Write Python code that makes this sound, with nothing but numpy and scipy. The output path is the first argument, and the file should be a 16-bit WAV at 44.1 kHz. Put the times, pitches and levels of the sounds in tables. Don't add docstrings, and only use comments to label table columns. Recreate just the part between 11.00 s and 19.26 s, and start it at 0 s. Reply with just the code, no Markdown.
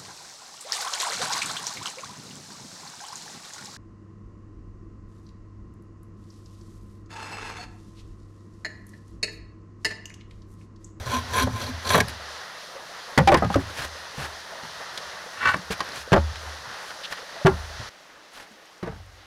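import sys
import numpy as np
from scipy import signal
from scipy.fft import rfft, irfft, next_fast_len
from scipy.io import wavfile
from scipy.ndimage import uniform_filter1d

SR = 44100
rng = np.random.default_rng(int(sys.argv[2]) if len(sys.argv) > 2 else 0)


def materialize(psi):
    bounded = np.clip(np.atleast_2d(psi).T, -1, 1)
    quanta = np.round(bounded * 32767).astype(np.int16)
    wavfile.write(sys.argv[1], SR, quanta)


def boost(x):
    u = np.asarray(x, float) / 20
    return 10 ** u


N = 364251
CHANGE_S = 6.893


def level(x, db=0):
    return x * boost(db) / np.sqrt(np.mean(x ** 2))


def colour(x, points):
    hz, db = np.transpose(points)
    size = next_fast_len(len(x))
    f = np.maximum(np.arange(size // 2 + 1) * SR / size, 1)
    gain = boost(np.interp(np.log(f), np.log(hz), db))
    return level(irfft(rfft(x, size) * gain, size)[:len(x)])


def ring(x, hz, width_hz):
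    return signal.lfilter(*signal.iirpeak(hz, hz / width_hz, fs=SR), x)


def body(x, peaks):
    parts = [(-1) ** k * boost(db) * ring(x, hz, width) for k, (hz, width, db) in enumerate(peaks)]
    return level(sum(parts))


def walk(rate):
    k = int(SR / rate)
    steps = np.repeat(rng.standard_normal(N // k + 1), k)
    return 2.46 * uniform_filter1d(uniform_filter1d(steps, k), k)[:N]


def grit(per_s, spread_db):
    happens, sign, size = rng.random((N, 3)).T
    clicks = (happens < per_s / SR) * np.sign(sign - .5)
    return level(clicks * boost(-spread_db * np.log(1 - .97 * size)))


def split(x, hz):
    filters = [signal.butter(4, hz, kind, fs=SR, output="sos") for kind in ("low", "high")]
    return [level(signal.sosfilt(sos, x)) for sos in filters]


def swells(rows, power=1.4):
    t, out = np.arange(N) / SR, np.zeros((len(rows), N))
    for gain, (s, db, rise, fall, *_) in zip(out, rows):
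        near = slice(max(int((s - 3 * rise) * SR), 0), max(int((s + 3 * fall) * SR), 0))
        away = np.where(t[near] < s, (s - t[near]) / rise, (t[near] - s) / fall)
        gain[near] = boost(db - 20 * away ** power)
    return out


def fade(t, t60):
    return np.exp(-np.log(1000) * t / max(t60, .01))


def add(out, s, sound):
    i = int(s * SR)
    if s < CHANGE_S:
        sound = sound[:int(CHANGE_S * SR) - i]
    out[i:i + len(sound)] += sound


def blow(db):
    return boost(db + 1.17 * max(db + 9, 0))


# deepest bite in seconds, bite in dB, rise in s, fall in s, plank note over bite in dB.
STROKES = [
    (-0.02, -43, 0.12, 0.094, -19),
    (0.09, -44, 0.065, 0.053, -4),
    (0.147, -29.5, 0.079, 0.071, 6.5),
    (0.392, -25, 0.1, 0.067, 0.5),
    (0.56, -47, 0.06, 0.063, -6),
    (0.632, -37, 0.13, 0.11, 1),
    (0.94, -25, 0.1, 0.084, -4.5),
    (1.11, -62, 0.082, 0.14, -15),
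]
# start in seconds, extra bite in dB, singing blade note in Hz, its dB.
CATCHES = [(0.06, 6, 4160, -36), (0.124, 2, 5660, -41), (0.149, 0, 4160, -40), (0.33, -1, 5800, -33),
           (0.344, 0, 4070, -30), (0.357, -2, 7200, -37), (0.369, -1, 10000, -25), (0.381, 3, 10600, -33),
           (0.4, 3, 11700, -33), (0.412, 1, 1040, -24), (0.422, 1.5, 4150, -23), (0.428, 4, 10400, -30),
           (0.432, 3, 11800, -37), (0.617, 3, 4200, -28), (0.641, 1, 4500, -30), (0.668, 4, 4300, -28),
           (0.853, 1, 4260, -29), (0.874, 5, 4370, -26), (0.893, 6, 4170, -21), (0.904, 4.5, 1710, -22),
           (0.919, 4, 10300, -25), (0.935, 4, 4200, -17), (0.948, -8, 4300, -30), (0.955, 10.5, 10200, -27),
           (0.979, 10.5, 11800, -31), (1.005, 12.5, 4200, -27), (1.084, 7, 10300, -40),
           (1.095, 6, 10500, -41)]
# frequency in Hz, level in dB per Hz.
TEETH = [(120, -33), (200, 13.5), (305, -10), (499, -5.5), (1200, -14), (2280, -8), (3050, -15), (4170, -9),
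         (4900, -33.5), (8300, -36), (11000, -32), (15800, -46)]
# frequency in Hz, width in Hz, level in dB.
BLADE = [(520, 430, 1), (840, 33, 8.5), (1033, 48, 12), (1660, 250, 8.5), (2330, 190, -5), (3295, 91, 5.5),
         (3350, 92, -45.5), (4220, 110, -6), (5280, 41, -18), (5800, 150, -9), (6350, 97, -47),
         (9320, 260, -21), (11400, 100, -31), (11800, 110, -20)]
# frequency in Hz, width in Hz, level in dB.
KERF = [(1035, 51, 4.5), (1077, 95, -3.5)]
# frequency in Hz, width in Hz, level in dB.
HUM = [(79.4, 17, 1.5), (100.4, 21.4, 0.5), (143, 7.5, -7), (240.3, 14, -8)]


def saw():
    t = np.arange(N) / SR
    strokes = swells(STROKES)
    bite = strokes.sum(0)
    note = boost(np.array(STROKES)[:, -1]) @ strokes
    surge_db = sum(db * np.exp(-((t - s) / np.where(t < s, 0.0017, 0.01)) ** 2) for s, db, *_ in CATCHES)
    tearing = grit(5000, 3.8) * boost(surge_db + 1.0 * walk(129.3))

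    lag_s = 0.043
    keep = np.exp(-1 / (lag_s * SR))
    lagged = signal.lfilter([1 - keep], [1, -keep], bite, zi=[bite[0]])[0]
    shake = boost(-28.5) * lagged ** 0.18 * np.minimum(lagged / boost(-42.5), 1)

    voice = level(colour(tearing, TEETH), -2.3) + level(body(tearing, BLADE), -0.88)
    low, high = split(voice, 5900)
    _, low = split(low - ring(low, 1020, 250), 315)
    rasp = boost(-7) * bite.max() * (bite / bite.max()) ** 0.94
    return bite * low + rasp * high + note * body(tearing, KERF) + shake * body(tearing, HUM)


def sing():
    half_s, sing_s = 0.005, 0.014
    out, t = np.zeros(N + SR), np.arange(SR // 10) / SR
    for s, _, hz, db in CATCHES:
        scratch = rng.standard_normal(len(t)) * np.exp(-(t / half_s - 1) ** 2)
        tone = ring(scratch, hz, 3.2 / sing_s)
        add(out, s - half_s, boost(db) * tone / np.abs(tone).max())
    return out[:N]


# start in seconds, peak in dB,
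# deck thump over peak in dB, hardness over peak in dB, ring in seconds.
OFFCUT = [(0.47, -17, -8, -18, 0.074), (0.944, -7.5, -9, -6.5, 0.087), (0.981, -8.5, -21, -14, 0.054),
          (1.005, -12.5, -9, -3, 0.029), (2.1756, -4, -10, -6, 0.066), (2.184, -2, -14, -32, 0.032),
          (2.198, -15, -9, -27, 0.039), (2.274, -5, -11, -8, 0.072), (2.318, -3.5, -16, -27, 0.058),
          (2.341, -4, -18, -8, 0.055), (2.371, -26.5, 4, -0.5, 0.16), (2.422, -12, -4.5, -23, 0.1),
          (2.443, -21.5, 5, -7, 0.1), (2.501, -19, -4.5, -30, 0.081), (2.541, -31, -11, 7.5, 0.073),
          (2.555, -10.5, -7, -26, 0.086)]
# start in seconds, peak in dB,
# deck thump over peak in dB, hardness over peak in dB, ring in seconds.
LANDINGS = [(3.18, -37, 8.5, 1, 0.046), (3.631, -48, 8, 6, 0.22), (4.542, -19.5, -8, -28, 0.063),
            (4.563, -33, -3, -14, 0.055), (4.705, -26, -9, 0, 0.062), (5.119, -7, -29, -10, 0.056),
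            (5.128, -3.5, -14, -12, 0.067), (5.16, -8, -34, -16, 0.084), (5.178, -18, -11, -6, 0.047),
            (6.45, -17, -2, -7, 0.15), (6.459, -8, -27, -14.5, 0.11), (6.466, -7.5, -11, -6, 0.058),
            (6.509, -28.5, 2, -23, 0.25), (6.798, -37, 1, -7, 0.066), (7.509, -53, -11, -11, 0.09),
            (7.827, -27.5, -3, -7, 0.13), (7.862, -31, -1, -11, 0.11), (7.874, -27.5, -1, -11, 0.097),
            (7.92, -37, -1, -12, 0.11), (7.959, -47, 6, -2, 0.067)]
# start in seconds, peak in dB,
# bright clatter over peak in dB, crack over peak in dB.
TICKS = [(0.935, -32, -2, 0), (1.003, -26, -5, 15), (1.081, -37, 6, 13), (2.7, -36, -5, 6),
         (3.975, -37, -12, 23), (4.428, -36, 17, 0), (4.456, -26, 12.5, -14), (4.473, -38, 3, -5),
         (4.792, -33, -13, 8), (4.804, -21, -2.5, 6.5), (5.355, -40.5, 8, 11), (5.711, -42, 3, 9),
         (5.902, -37.5, 10, 10), (6.123, -40, 13.5, 19), (6.173, -42, 13.5, 13)]


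def blows():
    heavy = [(s, db, thump, hard, -1.5 + 1.15 * hard, ring_s)
             for s, db, thump, hard, ring_s in OFFCUT + LANDINGS]
    light = [(s, db, -17, bright, crack, 0.067) for s, db, bright, crack in TICKS]
    return sorted(heavy + light)


# frequency in Hz, level in dB per Hz.
WOOD = [(150, -32), (250, -1.5), (600, 2.5), (1000, -1), (1900, 2), (2400, -9), (4200, -14), (6000, -21),
        (8300, -32), (10000, -29), (16000, -44)]
# frequency in Hz, level in dB, time to fade by 60 dB in seconds.
DECK = [(76.1, -8.5, 0.91), (83, -24, 0.2), (93.6, -9, 0.61), (111.5, 11, 0.13), (139, 9, 0.15),
        (171.7, 4, 0.17), (185, 14, 0.074), (203.8, 3.5, 0.16), (229.3, -6, 0.26)]


def knocks():
    out, t = np.zeros(N + SR), np.arange(SR * 3 // 4) / SR
    dull, rest = split(colour(grit(5500, 4.1), WOOD), 1076)
    bright, crack = split(rest, 3370)
    for s, db, thump_db, bright_db, crack_db, ring_s in blows():
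        start = int(s * SR / 2)
        part = slice(start, start + len(t))
        wood = dull[part] * fade(t, ring_s)
        wood += boost(bright_db) * bright[part] * fade(t, 1.02 * ring_s)
        wood += boost(crack_db) * crack[part] * fade(t, 0.37 * ring_s) * (1 - np.exp(-t / 0.0012))
        wood *= 1 - np.exp(-t / 0.0015)
        thump = np.zeros(len(t))
        for hz, mode_db, t60 in DECK:
            louder, sharper = rng.standard_normal(2)
            tone = np.sin(2 * np.pi * hz * (1 + 0.0398 * sharper) * t)
            thump += boost(mode_db + 3.0 * louder) * tone * fade(t, t60)
        thump = thump * (1 - np.exp(-t / 0.0073)) / np.abs(thump).max()
        add(out, s, blow(db) * (boost(-3.5) * wood + boost(thump_db + 11.5) * thump))
    return out[:N]


# start in seconds, peak in dB, note
# in Hz, ring in seconds.
NOTES = [(0.945, -7.5, 1040, 0.06), (1.752, -34, 548, 0.13), (2.274, -4.5, 781, 0.12),
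         (2.318, -6.5, 600, 0.085), (2.502, -17.5, 810, 0.036), (2.542, -17, 1260, 0.08),
         (2.558, -10, 601, 0.057), (3.522, -33.5, 672, 0.11), (4.805, -15, 1080, 0.03),
         (6.365, -31.5, 660, 0.095), (6.413, -30, 606, 0.073), (7.828, -27.5, 360, 0.2),
         (7.508, -48.5, 207, 0.19), (5.132, -12, 408, 0.082), (3.8, -45, 880, 0.15),
         (3.63, -39.5, 230, 0.12), (0.471, -26, 1170, 0.032), (0.952, -20, 432, 0.15),
         (0.968, -18, 524, 0.067), (0.982, -19, 600, 0.067), (1.002, -14, 1650, 0.038),
         (1.004, -15, 2210, 0.039), (1.006, -23, 425, 0.091), (2.176, -6, 263, 0.061),
         (2.184, -5, 625, 0.059), (2.205, -16.5, 530, 0.16), (2.276, -11.5, 350, 0.15),
         (2.278, -11, 620, 0.096), (2.343, -7.5, 1070, 0.045), (2.346, -14, 720, 0.054),
         (2.3, -16, 536, 0.058), (2.424, -24, 660, 0.1), (2.425, -21.5, 1250, 0.12),
         (2.424, -31, 2000, 0.065), (2.555, -12, 330, 0.077), (2.59, -31, 370, 0.12),
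         (4.543, -13.5, 1160, 0.038), (4.559, -31, 290, 0.064), (5.14, -12, 560, 0.089),
         (5.161, -13, 710, 0.063), (5.168, -22, 380, 0.064), (6.452, -8, 378, 0.15),
         (6.467, -9, 1400, 0.07), (6.478, -14, 380, 0.1), (6.475, -16, 950, 0.083),
         (7.914, -38, 1300, 0.03), (7.87, -31, 450, 0.093), (4.925, -38, 350, 0.06), (4.97, -36, 370, 0.06),
         (4.704, -23, 450, 0.049), (0.13, -25.5, 245, 0.23), (0.41, -26.5, 257, 0.5),
         (0.545, -35, 230, 0.24), (0.68, -32, 255, 0.4), (0.63, -34, 603, 0.21)]


def board_notes():
    out, t = np.zeros(N + SR), np.arange(SR * 3 // 4) / SR
    for s, db, hz, ring_s in NOTES:
        rough = ring(rng.standard_normal(len(t)) * fade(t, 0.54 * ring_s), hz, 4.0 / max(ring_s, .01))
        tone = np.sin(2 * np.pi * hz * t) * fade(t, 0.81 * ring_s)
        note = boost(-5.5) * rough / np.abs(rough).max() + tone
        note = note * (1 - np.exp(-t * hz / 0.6))
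        add(out, s, blow(db) * note / np.abs(note).max())
    return out[:N]


# start in seconds, peak in
# dB, note in Hz, time to fade by 60 dB in seconds.
BOOMS = [(2.1765, -7, 146, 0.2), (2.555, -22, 102, 0.37), (2.556, -14.5, 270, 0.15), (2.801, -44, 66, 0.6),
         (3.178, -33.5, 136, 0.31), (3.22, -34.5, 75, 0.42), (4.703, -20, 194, 0.081),
         (5.1205, -0.5, 136.5, 0.081), (5.176, -15, 77, 0.5), (5.325, -29, 74, 0.4), (5.46, -36, 75, 0.6),
         (5.67, -40, 120, 0.15), (4.45, -32, 130, 0.25), (4.558, -30, 190, 0.15), (4.97, -38, 130, 0.1),
         (4.995, -43, 71, 0.48), (4.6, -50, 69, 0.89), (6.4485, 3, 152, 0.072), (6.5, -25, 76, 0.77),
         (6.794, -28, 111, 0.15), (7.828, -21, 187, 0.059), (7.9, -39, 80, 0.84), (7.84, -39.5, 51, 1.3),
         (7.95, -41.5, 96, 0.98), (6.52, -36, 48, 1.2), (2.849, -38.5, 79, 0.69), (5.128, -6, 198, 0.13),
         (4.06, -48, 77, 0.33), (2.79, -33, 129.6, 0.19), (0.0035, -23, 82.6, 0.2),
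         (0.06, -27.5, 121, 0.32), (0.44, -20.5, 105, 0.2), (0.53, -23.5, 106, 0.33),
         (0.735, -28.5, 80, 0.44)]


def booms():
    out, t = np.zeros(N + SR), np.arange(SR * 3 // 4) / SR
    joists = level(ring(ring(rng.standard_normal(N), 70, 71), 70, 71))
    for s, db, hz, t60 in BOOMS:
        rumble = boost(-17) * joists[int(s * SR / 2):][:len(t)] * fade(t, 1.23 * t60)
        hum = np.sin(2 * np.pi * hz * t) * fade(t, t60)
        add(out, s, boost(db) * (hum + rumble) * (1 - np.exp(-t * hz / 0.41)))
    return out[:N]


# loudest moment in seconds, level in dB, rise in s, fall in s.
SLIDES = [(4.413, -32, 0.1, 0.05), (4.432, -26, 0.014, 0.027), (4.447, -23.5, 0.012, 0.016),
          (4.459, -17.5, 0.0096, 0.014), (4.475, -17.5, 0.0076, 0.012), (4.482, -18, 0.01, 0.015),
          (4.49, -18.5, 0.0066, 0.012), (4.501, -19.5, 0.011, 0.012), (4.519, -24, 0.025, 0.034),
          (4.545, -19, 0.011, 0.0057)]
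# frequency in Hz, width in Hz, level in dB.
PLANK = [(620, 32, -16), (822, 13.8, 0.5), (1133.6, 32, 3), (1485, 49, 9), (1806, 73, 1), (2300, 21, 0.5),
         (2635, 94, -4), (2750, 36, -20), (3360, 54, -28), (4360, 100, -18)]


def drag():
    slips = grit(9000, 3.0) * boost(1.6 * walk(140))
    rasp = level(ring(ring(slips, 1200, 1750), 1150, 1800), -8)
    notes = level(body(slips, PLANK), -1.9)
    hum = level(body(slips, HUM), -20.5)
    return sum(swells(SLIDES)) * (notes + rasp + hum)


# loudest moment
# in seconds, level in dB, rise in s, fall in s, treble over level in dB.
SCUFFS = [(1.006, -26, 0.0064, 0.0063, 3.5), (1.084, -45, 0.005, 0.012, 1), (1.096, -46, 0.008, 0.02, 3),
          (2.53, -41, 0.037, 0.04, -2), (2.61, -39, 0.037, 0.037, -7), (2.69, -45, 0.063, 0.094, -8),
          (2.775, -39.5, 0.046, 0.068, -2), (2.845, -34.5, 0.076, 0.04, -3), (3.236, -34, 0.11, 0.054, -5),
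          (3.83, -46, 0.12, 0.021, -6), (3.98, -45, 0.1, 0.015, -3), (4.49, -40, 0.027, 0.055, -2.5),
          (4.711, -33.5, 0.0088, 0.025, 0), (4.731, -32.5, 0.018, 0.019, -5.5),
          (4.89, -41, 0.087, 0.12, -12), (4.96, -40, 0.027, 0.043, -2), (5.01, -43.5, 0.055, 0.036, 0),
          (5.49, -50, 0.16, 0.095, -2), (5.7, -47, 0.065, 0.13, -6), (5.86, -46.5, 0.11, 0.11, -0.5),
          (6.127, -35.5, 0.029, 0.02, -3.5), (7.16, -55.5, 0.065, 0.059, -17), (7.35, -50, 0.04, 0.05, -1),
          (7.385, -47.5, 0.046, 0.047, -3.5), (7.425, -48, 0.042, 0.035, -5), (7.66, -60, 0.02, 0.026, -1)]
# frequency in Hz, level in dB per Hz.
SOLE = [(120, -5.5), (386, -2.5), (657, 0), (1060, 0.5), (1690, 1.5), (2080, -7), (4200, -10), (5900, -13),
        (8400, -21), (10100, -18), (15800, -30)]


def scuffs():
    rub = grit(18000, 4.4) * boost(0.7 * walk(150))
    low, high = split(colour(rub, SOLE), 2360)
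    gains = swells(SCUFFS, power=2.2)
    treble = boost(np.array(SCUFFS)[:, -1])
    middle = np.sqrt(np.clip(1 - treble ** 2, .02, 1))
    shake = boost(-33) * gains.sum(0) * body(rub, HUM)
    return middle @ gains * low + treble @ gains * high + shake


# start in seconds, peak in dB,
# frequency in Hz.
SPECKS = [(2.372, -29, 10000), (2.374, -28, 5000), (2.385, -36, 9000), (2.345, -25, 4000),
          (2.202, -27, 4000), (6.497, -39, 9500), (4.96, -31, 6500), (5.007, -38, 5500), (2.543, -26, 5950),
          (2.543, -35, 10000), (2.542, -26, 4200), (2.88, -34, 6000), (4.567, -32, 5500),
          (4.567, -40, 10000), (4.779, -42, 12000), (4.845, -44, 11000), (4.857, -34, 4500),
          (4.89, -33, 5000), (4.89, -42, 11000), (4.92, -30, 4200), (5.028, -42, 12000), (5.944, -42, 7000),
          (6.176, -38, 3000), (7.335, -45, 9000), (7.517, -50, 7000), (7.655, -49, 6500), (7.78, -46, 6000),
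          (8.062, -54, 9500), (1.082, -32, 4000), (1.082, -34, 11000), (1.095, -38, 11000),
          (0.874, -22, 4200), (0.892, -21, 7000), (0.935, -22, 11000), (0.953, -23, 11500),
          (1.008, -22, 9700), (0.06, -34, 6000)]


def specks():
    out, t = np.zeros(N + SR), np.arange(SR // 20) / SR
    for s, db, hz in SPECKS:
        width_hz = hz / 2.6
        snap = rng.standard_normal(len(t)) * fade(t, 0.018)
        snap = ring(ring(snap, hz, width_hz), hz, width_hz)
        add(out, s, boost(db) * snap / np.abs(snap).max())
    return out[:N]


# level in dB, frequency in Hz, width in Hz.
SLEEVE = (-35, 3300, 1700)


def swish():
    db, hz, width_hz = SLEEVE
    top_s, half_s = 6.049, .014
    band = ring(ring(grit(9000, 3), hz, width_hz), hz, width_hz)
    return level(band, db) * np.exp(-((np.arange(N) / SR - top_s) / half_s) ** 4)


# frequency in Hz, level in dB per Hz.
STREAM = [(15, -53), (25, -25), (145, -9.5), (194, -7), (241, -16.5), (528, -2.5), (770, -2.5), (956, -1.5),
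          (1900, -0.5), (2250, -10), (4220, -6), (5990, -10), (8070, -24), (9480, -20), (15800, -33)]
# frequency in Hz, level in dB per Hz.
FAR_STREAM = [(15, -50), (25, -16), (102, -15), (194, -3.5), (248, -7.5), (316, -0.5), (362, -5.5),
              (449, -1.5), (1070, -1.5), (1900, -1), (2300, -6), (4200, -7), (6000, -10), (8070, -21.5),
              (9500, -20), (15800, -28)]


def stream():
    swell, rest = 0.3 * walk(3.128), rng.standard_normal(N)
    patchy = 0
    for hz in (300, 800, 2200, 5000, 8000):
        band = signal.sosfiltfilt(signal.butter(2, hz, fs=SR, output="sos"), rest)
        rest = rest - band
        patchy = patchy + band * boost(1.14 * swell + 0.8 * walk(14))
    patchy = patchy + rest * boost(0.5 * walk(16))
    far = np.arange(N) > CHANGE_S * SR
    water = np.where(far, colour(patchy, FAR_STREAM), colour(patchy, STREAM))

    t, bubbles = np.arange(SR // 20) / SR, np.zeros(N + SR)
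    for at, pitch, size in rng.random((int(60 * N / SR), 3)):
        cycles = 450 * 5.0 ** pitch * t * (1 + 5.0 * t)
        bubble = np.sin(2 * np.pi * cycles) * np.exp(-cycles / 6.5)
        add(bubbles, at * N / SR, boost(-3.0 * np.log(1 - .95 * size)) * bubble)
    return boost(-40 - 11 * far) * (water + level(bubbles[:N], -10.5))


def scene():
    close = saw() + sing() + knocks() + board_notes() + booms() + drag() + scuffs() + specks() + swish()
    t = np.arange(SR // 5) / SR
    echoes = rng.standard_normal(len(t)) * fade(t, 0.11) * (t > .006)
    echoes = ring(echoes, 490, 1530)
    wet = signal.fftconvolve(close, echoes / np.sqrt(np.sum(echoes ** 2)))[:N]
    return (close + boost(-20.0) * wet + stream())[None]


def band_limit(x):
    return signal.sosfilt(signal.butter(12, 15830, fs=SR, output="sos"), x)


def record(dry):
    flat = dry / (1 + np.abs(dry / .32) ** 8) ** (1 / 8)
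    soft = signal.lfilter(*signal.butter(2, 14500, fs=SR), flat)
    mix = signal.sosfilt(signal.ellip(8, .2, 60, 15800, fs=SR, output="sos"), soft)
    return band_limit(mix)


dry = scene()
out = record(dry)
materialize(out)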